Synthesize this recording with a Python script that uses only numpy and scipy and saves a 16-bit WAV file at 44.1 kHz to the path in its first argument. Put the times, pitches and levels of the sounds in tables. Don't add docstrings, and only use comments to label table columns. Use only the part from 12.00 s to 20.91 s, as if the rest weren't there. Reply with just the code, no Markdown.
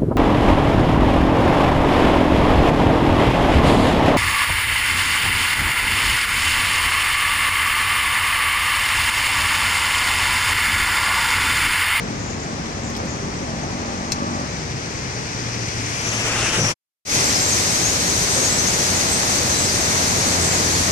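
import sys
import numpy as np
from scipy import signal
from scipy.fft import rfft, irfft, next_fast_len
from scipy.io import wavfile
from scipy.ndimage import map_coordinates

SR = 44100
rng = np.random.default_rng(int(sys.argv[2]) if len(sys.argv) > 2 else 0)


def bounce(signal):
    frames = np.transpose(np.atleast_2d(signal))
    limited = np.clip(frames, -1, 1)
    pcm = np.round(limited * 32767).astype(np.int16)
    wavfile.write(sys.argv[1], SR, pcm)


N = 392931
TIME = np.arange(N) / SR

# f/Hz, density/dB
FAR_WING_SPECTRUM = [(600, -17.5), (1200, -0.5), (1650, -1), (2000, 3.5), (2450, 3), (2850, -4), (3400, -4),
                     (3750, -7.5), (4200, -2.5), (5200, 3.5), (6150, 4), (7000, -13), (11000, -23.5),
                     (14000, -49.5)]
NEAR_WING_SPECTRUM = [(300, 2.5), (900, 3), (1900, 3), (2700, 3), (3400, -0.5), (4200, -7), (6000, 3.5),
                      (7500, -2), (10000, -9), (14000, -26)]
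CHORUS_SPECTRUM = [(1200, -22.5), (2000, -14), (3300, -9.5), (4300, -3.5), (5400, -4.5), (6300, 1),
                   (7100, -4.5), (8000, -6.5), (9000, -9.5), (10000, -14), (12000, -16.5), (14500, -27)]
RUMBLE_SPECTRUM = [(20, -18), (32, -17), (48, -3), (80, 1.5), (130, 2), (220, -2), (400, -7), (900, -18.5),
                   (3000, -82.5)]
TYRE_SPECTRUM = [(100, -14), (250, -3), (450, -3), (750, -3.5), (1200, -6.5), (2000, -7.5), (3200, -16.5),
                 (6000, -18.5), (14000, -60.5)]
# f overhead/Hz, width/Hz, level re the rush/dB, left minus right/dB
RUSH_BANDS = [(1380, 91, -15, -1.5), (2740, 280, -10, 4.5), (3610, 260, -19.5, 2.5)]
# t/s, length/s, start f/Hz, end f/Hz, level/dB, rasp/0-1
BIRD_CALLS = [(0.187, 0.19, 6600, 6830, -43.5, 0.98), (.39, .07, 6850, 6850, -44, 0.8),
              (0.828, 0.087, 7300, 6660, -42, 0.95), (1.07, 0.095, 6700, 6470, -40.5, 1),
              (1.61, 0.045, 6250, 6400, -43, 0.7), (4.033, 0.15, 6000, 6250, -31, 0.92),
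              (4.579, 0.14, 5910, 5600, -25, 0.48), (5.235, .1, 7750, 7200, -34, 0.1),
              (5.34, .07, 5274, 5060, -28, .45), (5.405, .04, 7600, 7600, -28.5, .15),
              (5.455, 0.054, 7550, 7150, -27, .12), (5.51, 0.03, 6380, 6500, -25, 0.3),
              (5.6, .05, 7950, 8200, -35, .2), (5.688, 0.054, 8200, 8000, -34, .2),
              (5.775, .04, 7200, 7100, -38, .2), (5.811, 0.1, 5950, 7120, -27.5, 0.15),
              (6.3, 0.063, 8450, 8200, -31, 0.3), (6.34, 0.12, 8700, 8160, -35, 0.9),
              (6.418, 0.068, 6240, 6940, -26.5, 0.2), (6.494, 0.084, 7800, 7630, -31, 0.25),
              (6.585, 0.028, 5900, 6300, -22, 0.4), (6.668, 0.022, 6000, 6420, -22, 0.6),
              (7.108, 0.045, 7600, 8940, -26.5, .1), (7.147, 0.065, 8200, 8200, -33, .2),
              (7.33, 0.078, 4500, 4600, -40, 0.8), (7.52, 0.086, 3890, 4040, -34.5, .12),
              (7.549, 0.13, 7900, 7740, -32, 0.4), (7.68, 0.044, 4950, 4900, -30, 0.5),
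              (7.715, 0.11, 8900, 8050, -34, 0.45), (8.19, .06, 4900, 4500, -34, 1),
              (8.39, 0.11, 8100, 8500, -34, 0.85), (8.43, 0.19, 7700, 7040, -31, 1),
              (8.735, .05, 4500, 4800, -33, 0.75)]
# multiple of firing rate, level/dB
EXHAUST_HARMONICS = [(3, -6.5), (4, -4), (5, -0.5), (6, -4.5), (7, -5.5), (12, -10), (17, -9), (24, -15)]
BLARE_HARMONICS = [(12, -11), (13, -6), (17, -8), (25, -4), (26, -11)]
# f/Hz, density/dB
GAS_SPECTRUM = [(100, 0), (250, -10), (700, 1.5), (1200, -1), (2000, -23), (4000, -63)]
# t/s, length/s, peak/dB
SNAPS = [(2.1193, 0.0022, -5), (2.123, 0.0028, -14.5), (2.129, 0.002, -14.5)]
# f/Hz, level/dB, t60/s
SNAP_MODES = [(2600, -17.5, 0.008), (3350, -20, 0.004), (4310, -3, 0.005), (5310, -0.5, 0.0064),
              (6100, 2, 0.008), (6230, -0.5, 0.011), (6950, -7.5, 0.0059), (7480, -9, .006),
              (8250, -19.5, .005), (9380, -20, 0.0075), (12900, -20, 0.0021)]
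# t nearest/s, time to 1.4 times the distance/s, f/Hz, gain/dB
BUS_PASSES = [(5.62, 0.1, 102.6, -30), (6.85, 0.11, 90.4, -27.5), (8.3, 1, 87.67, -27.5)]
# t/s, length/s, start f/Hz, end f/Hz, level/dB
HOOTS = [(.995, .075, 483, 524, -39), (1.207, 0.068, 410, 380, -36.5), (1.47, 0.057, 647, 660, -37),
         (6.34, 0.074, 567, 496, -31)]
# t/s, peak/dB, f/Hz, t60/s
HAND_KNOCKS = [(.659, -27, 3400, .025), (.901, -32, 11000, .012), (.952, -21, 3600, .035),
               (.965, -21, 4400, .06), (.967, -32, 8500, .06), (1.002, -14, 800, 0.022),
               (1.057, -36, 11500, .012), (1.63, -20, 700, 0.059), (4.569, -14.5, 130, 0.85),
               (4.581, -21, 445, 1)]
# start t/s, rise/s, end t/s, fall/s
POSITIONS = [(-.1, .05, 4.745, 0.03), (5.05, 0.097, 9, .05)]
# f/Hz, left minus right/dB
OPEN_BALANCE = [(150, 2), (1600, -0.8), (2800, 4), (3900, 3.5), (5000, 8.5), (6100, 14), (7500, 2.5),
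                (9500, -7), (12000, -21)]
TREES_BALANCE = [(150, 0.5), (1600, 1.5), (2800, -0.5), (3900, 2.5), (5000, 3.5), (6100, 10), (7500, -2),
                 (9500, -9), (12000, -40)]
# f/Hz, coherence/0-1
COHERENCE = [(30, .65), (80, 0.94), (200, 0.95), (450, 0.92), (800, 0.33), (1400, 0.42), (2400, 0),
             (4000, 0.1), (7000, 0), (14000, .05)]

# level overhead/dB, time to 1.4 times the distance/s, loss per doubling/dB, distant flock/dB
FAR_WINGS_PASS, NEAR_WINGS_PASS = (-29.5, 2, 17, -39.5), (-21.5, 0.52, 19, -50.5)
CHORUS_PASS = (-33, 0.6, 4.5, -40)
# settled level/dB, extra at the break/dB
FAR_WINGS_ROOST, NEAR_WINGS_ROOST, CHORUS_ROOST = (-28.5, 12.7), (-43, 5.9), (-20.5, .7)
# level at the break/dB, rise/(dB/s)
RUMBLE_OPEN, RUMBLE_TREES = (-32, -0.45), (-29, 0.26)
TYRES_OPEN, TYRES_TREES = (-32.5, 0), (-26, 0.7)
MID_TURN_S, OVERHEAD_S, BREAK_S = 4.42, 4.48, 4.9


def flock():
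    far = wings(FAR_WING_SPECTRUM, beat_hz=12, beat_db=2.5, direct=0.66)
    far *= from_db(flock_db(FAR_WINGS_PASS, FAR_WINGS_ROOST))
    near = wings(NEAR_WING_SPECTRUM, beat_hz=12, beat_db=4, direct=0.17) + hollow_sweep()
    near *= from_db(flock_db(NEAR_WINGS_PASS, NEAR_WINGS_ROOST))
    return far + near + through_air(chorus(), flock_db(CHORUS_PASS, CHORUS_ROOST))


def wings(spectrum, beat_hz, beat_db, direct, groups=5):
    power = 0
    for start, pace in zip(rng.random(groups), np.linspace(.75, 1.25, groups)):
        rate_hz = pace * beat_hz * (1 + 0.16 * drift(2.75))
        beat = np.sin(2 * np.pi * start + phase_of(rate_hz))
        power = power + from_db(beat_db * beat) ** 2
    return spread(np.sqrt(power) * stereo_noise(), spectrum, direct)


def hollow_sweep(octaves_per_s=.5, end_s=4.62, release_s=0.038):
    out, octaves = 0, octaves_per_s * np.clip(TIME - OVERHEAD_S, -1, 1)
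    for hz, width_hz, level_db, pan_db in RUSH_BANDS:
        phase = phase_of(hz * 2 ** octaves)
        band = unit_rms(drift(width_hz) * np.cos(phase) + drift(width_hz) * np.sin(phase))
        out = out + from_db(level_db + pan_db * np.array([[.5], [-.5]])) * band
    return out * np.clip((end_s - TIME) / release_s, 0, 1)


def chorus(length_s=.035, glide=.09, rasp=.03, size_db=2.5, squeaks_db=-12, flicker_db=.5, count=2800):
    u = np.linspace(0, 1, int(length_s * SR))
    squeaks = np.zeros((2, N + len(u)))
    wobble = np.resize(drift(500), N + len(u))
    draws = zip(rng.random((count, 2)), rng.standard_normal((count, 2)))
    for k, ((when, pitch), (slope, size)) in enumerate(draws):
        span = slice(int(when * N), int(when * N) + len(u))
        hz = (5200 + 3400 * pitch) * (1 + glide * slope * (u - .5) + rasp * wobble[span][::-1])
        squeaks[k % 2, span] += from_db(size_db * min(size, 1)) * u * (1 - u) * np.sin(phase_of(hz))
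    voices = stereo_noise() + from_db(squeaks_db) * unit_rms(squeaks[:, :N])
    return spread(voices, CHORUS_SPECTRUM) * from_db(flicker_db * drift(7.7))


def flock_db(passing, roost, settle_s=0.33):
    overhead_db, pass_s, loss_db, distant_db = passing
    settled_db, flurry_db = roost
    passing_db = overhead_db - loss_db * np.log2(distance(OVERHEAD_S, pass_s))
    open_db = 20 * np.log10(np.hypot(from_db(passing_db), from_db(distant_db)))
    roost_db = settled_db + flurry_db * np.exp(-np.abs(TIME - BREAK_S) / settle_s)
    return by_position(open_db, roost_db)


def through_air(x, level_db, near_db=-25.5, dull_hz=8060):
    dull = filtered(x, lambda hz: 1 / np.sqrt(1 + (hz / dull_hz) ** 10))
    nearness = np.minimum(from_db(level_db - near_db) ** 2, 1)
    return from_db(level_db) * (dull + nearness * (x - dull))


def near_birds(rasp_depth=0.076, rasp_hz=524):
    out, wobble, tremble = np.zeros(N), drift(rasp_hz), from_db(2 * drift(70))
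    for start_s, length_s, start_hz, end_hz, level_db, rasp in BIRD_CALLS:
        u = np.linspace(0, 1, int(length_s * SR))
        span = span_at(start_s, len(u))
        hz = (start_hz + (end_hz - start_hz) * u) * (1 + rasp_depth * rasp * wobble[span])
        call = np.sqrt(u * (1 - u)) * tremble[span] * np.sin(phase_of(hz))
        out[span] += from_db(level_db) * unit_rms(call)
    return outdoors(out, t60=.3, wet_db=-6)


def scooter(shut_s=2.41, start_hz=44.28, climb_hz_per_s=1.25, idle_hz=20.75, run_down_s=.125):
    to_go_s, coasted_s = np.maximum(shut_s - TIME, 0), np.maximum(TIME - shut_s, 0)
    throttle = np.exp(-coasted_s / 0.074)
    driven_hz = start_hz + climb_hz_per_s * (TIME - coasted_s)
    firing_hz = idle_hz + (driven_hz - idle_hz) / (1 + coasted_s / run_down_s)
    note = engine(firing_hz, EXHAUST_HARMONICS, waver_db=1.5, rough_db=2.5)
    note *= from_db(-14.5 * (1 - throttle))
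    opened = np.clip((TIME - 1.72) / 0.29, 0, 1) * throttle ** 2
    blare = opened * engine(firing_hz, BLARE_HARMONICS, waver_db=2, rough_db=2.5)
    hum = engine(firing_hz, [(5, -2)], waver_db=1.5, rough_db=2)
    overrun = coasted_s / 0.33
    boom = (1 - throttle) * from_db(3 * overrun * np.exp(1 - overrun)) * hum
    gas = from_db(-35.5) * throttle * spread(stereo_noise(), GAS_SPECTRUM)
    nearness = from_db(-2.5 * to_go_s + 0.5 * coasted_s)
    return by_position(nearness * (from_db(-34.5) * (note + blare + boom) + gas), 0)


def engine(firing_hz, harmonics, waver_db, rough_db=0):
    uneven = .005 * drift(30)
    phase = phase_of(firing_hz * (1 + 0.00527 * drift(6) + uneven))
    note = sum(from_db(db + waver_db * drift(1.7)) * np.sin(k * phase + 2 * np.pi * rng.random())
               for k, db in harmonics)
    return np.sqrt(2) * note * from_db(rough_db * drift(22))


def snaps():
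    out, t = np.zeros(N), TIME[:SR // 20]
    body = sum((-1) ** k * from_db(db - 60 * t / t60) * np.sin(2 * np.pi * hz * t)
               for k, (hz, db, t60) in enumerate(SNAP_MODES))
    for start_s, length_s, peak_db in SNAPS:
        crackle = rng.standard_normal(len(t))[:int(length_s * SR)]
        snap = np.convolve(crackle, body)
        out[span_at(start_s, len(snap))] += from_db(peak_db) * snap / np.abs(snap).max()
    return outdoors(out, t60=.06, wet_db=-3.5)


def buses():
    out = 0
    for nearest_s, pass_s, hz, gain_db in BUS_PASSES:
        hum = engine(np.full(N, hz), [(1, -4.5), (2, -10)], waver_db=2)
        out = out + from_db(gain_db) * hum / distance(nearest_s, pass_s)
    return by_position(0, out)


def street_hoots():
    out = np.zeros(N)
    for start_s, length_s, start_hz, end_hz, level_db in HOOTS:
        u = np.linspace(0, 1, int(length_s * SR))
        tone = np.sin(np.pi * u) * np.sin(phase_of(start_hz + (end_hz - start_hz) * u))
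        out[span_at(start_s, len(u))] += from_db(level_db) * unit_rms(tone)
    return outdoors(out, t60=.3, wet_db=-8)


def traffic(spectrum, in_the_open, under_trees, swell_hz, swell_db=.5):
    trends_db = [db + db_per_s * (TIME - BREAK_S) for db, db_per_s in (in_the_open, under_trees)]
    roar = spread(stereo_noise(), spectrum)
    return roar * from_db(by_position(*trends_db) + swell_db * drift(swell_hz))


def handling():
    out, t = np.zeros(N), TIME[:SR // 2]
    for start_s, peak_db, hz, t60 in HAND_KNOCKS:
        puff = rng.standard_normal(len(t)) * from_db(-60 * t / t60)
        octave = signal.butter(2, [hz / np.sqrt(2), hz * np.sqrt(2)], "band", fs=SR, output="sos")
        knock = signal.sosfilt(octave, puff)
        out[span_at(start_s, len(t))] += from_db(peak_db) * knock / np.abs(knock).max()
    return out


def outdoors(x, t60, wet_db):
    t = TIME[:SR // 2]
    tail = rng.standard_normal((2, len(t))) * from_db(-60 * t / t60)
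    tail /= np.sqrt(np.sum(tail ** 2, axis=1, keepdims=True))
    return x + from_db(wet_db) * signal.fftconvolve(x[None], tail, axes=1)[:, :N]


def swept_dip(x, mid_turn_hz=11900, octaves_per_s=1.05, width_hz=1400, block=128):
    notched, state = x.copy(), np.zeros((2, 2))
    for at in range(0, int(BREAK_S * SR), block):
        hz = np.clip(mid_turn_hz * 2 ** (octaves_per_s * (at / SR - MID_TURN_S)), width_hz, SR * .45)
        notch = signal.iirnotch(hz, hz / width_hz, fs=SR)
        notched[:, at:at + block], state = signal.lfilter(*notch, x[:, at:at + block], zi=state)
    return x + (notched - x) * np.exp(-((TIME - MID_TURN_S) / .2) ** 4)


def from_the_side(x, lag_before_ms=-0.392, lag_after_ms=0.3624, turn_s=1):
    turned = np.clip((TIME - MID_TURN_S) / turn_s + .5, 0, 1)
    lag_ms = lag_before_ms + (lag_after_ms - lag_before_ms) * turned
    left = map_coordinates(x[0], [np.arange(N) - lag_ms * SR / 1000], order=3, mode="nearest")
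    return np.array([left, x[1]])


def microphone(pair):
    out = 0
    for (start, rise, end, fall), balance in zip(POSITIONS, [OPEN_BALANCE, TREES_BALANCE]):
        fade = np.clip((TIME - start) / rise, 0, 1) ** 0.9 * np.clip((end - TIME) / fall, 0, 1) ** 2
        port_gains = lambda hz: np.sqrt(2 / (1 + from_db(at_hz(balance, hz) * [[-2], [2]])))
        out = out + fade * filtered(pair, port_gains)
    return out


def spread(pair, spectrum, direct=0):
    signs = np.array([[1], [-1]])
    likeness = lambda hz: np.clip(direct + (1 - direct) * at_hz(COHERENCE, hz), 0, .99)
    gains = lambda hz: from_db(at_hz(spectrum, hz)) * np.sqrt(1 + signs * likeness(hz))
    mid, side = filtered(pair, gains)
    return unit_rms(mid + signs * side)


def by_position(in_the_open, under_trees):
    return np.where(TIME < BREAK_S, in_the_open, under_trees)


def distance(nearest_s, pass_s):
    return np.hypot(1, (TIME - nearest_s) / pass_s)


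def drift(rate_hz):
    pole = np.exp(-80 * np.pi * rate_hz / SR)
    slow = signal.lfilter([1], [1, -2 * pole, pole * pole], rng.standard_normal(N // 40 + 2002))[2000:]
    return np.interp(np.arange(N) / 40, np.arange(len(slow)), unit_rms(slow))


def filtered(x, gain_at):
    size = next_fast_len(N, real=True)
    hz = np.maximum(np.arange(size // 2 + 1) * SR / size, 1)
    return irfft(rfft(x, size) * gain_at(hz), size)[..., :N]


def at_hz(points, hz):
    known_hz, values = np.transpose(points)
    return np.interp(np.log(hz), np.log(known_hz), values)


def stereo_noise():
    return rng.standard_normal((2, N))


def phase_of(hz):
    return 2 * np.pi * np.cumsum(hz) / SR


def span_at(start_s, samples):
    return slice(int(start_s * SR), int(start_s * SR) + samples)


def from_db(db):
    return 10 ** (np.asarray(db) / 20)


def unit_rms(x):
    return x / np.sqrt(np.mean(x ** 2) + 1e-20)


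def scene():
    rumble = traffic(RUMBLE_SPECTRUM, RUMBLE_OPEN, RUMBLE_TREES, swell_hz=8.9)
    tyres = traffic(TYRE_SPECTRUM, TYRES_OPEN, TYRES_TREES, swell_hz=2.9)
    starlings = swept_dip(flock())
    calls = near_birds()
    street = rumble + tyres + scooter() + buses() + street_hoots()
    return microphone(from_the_side(starlings + street + handling()) + calls + snaps())


def record(dry):
    rounded = dry / (1 + (dry / .85) ** 6) ** (1 / 6)
    hiss = from_db(-92) * stereo_noise()
    return signal.sosfilt(signal.ellip(12, .1, 90, 14600, fs=SR, output="sos"), rounded + hiss)


dry = scene()
out = record(dry)
bounce(out)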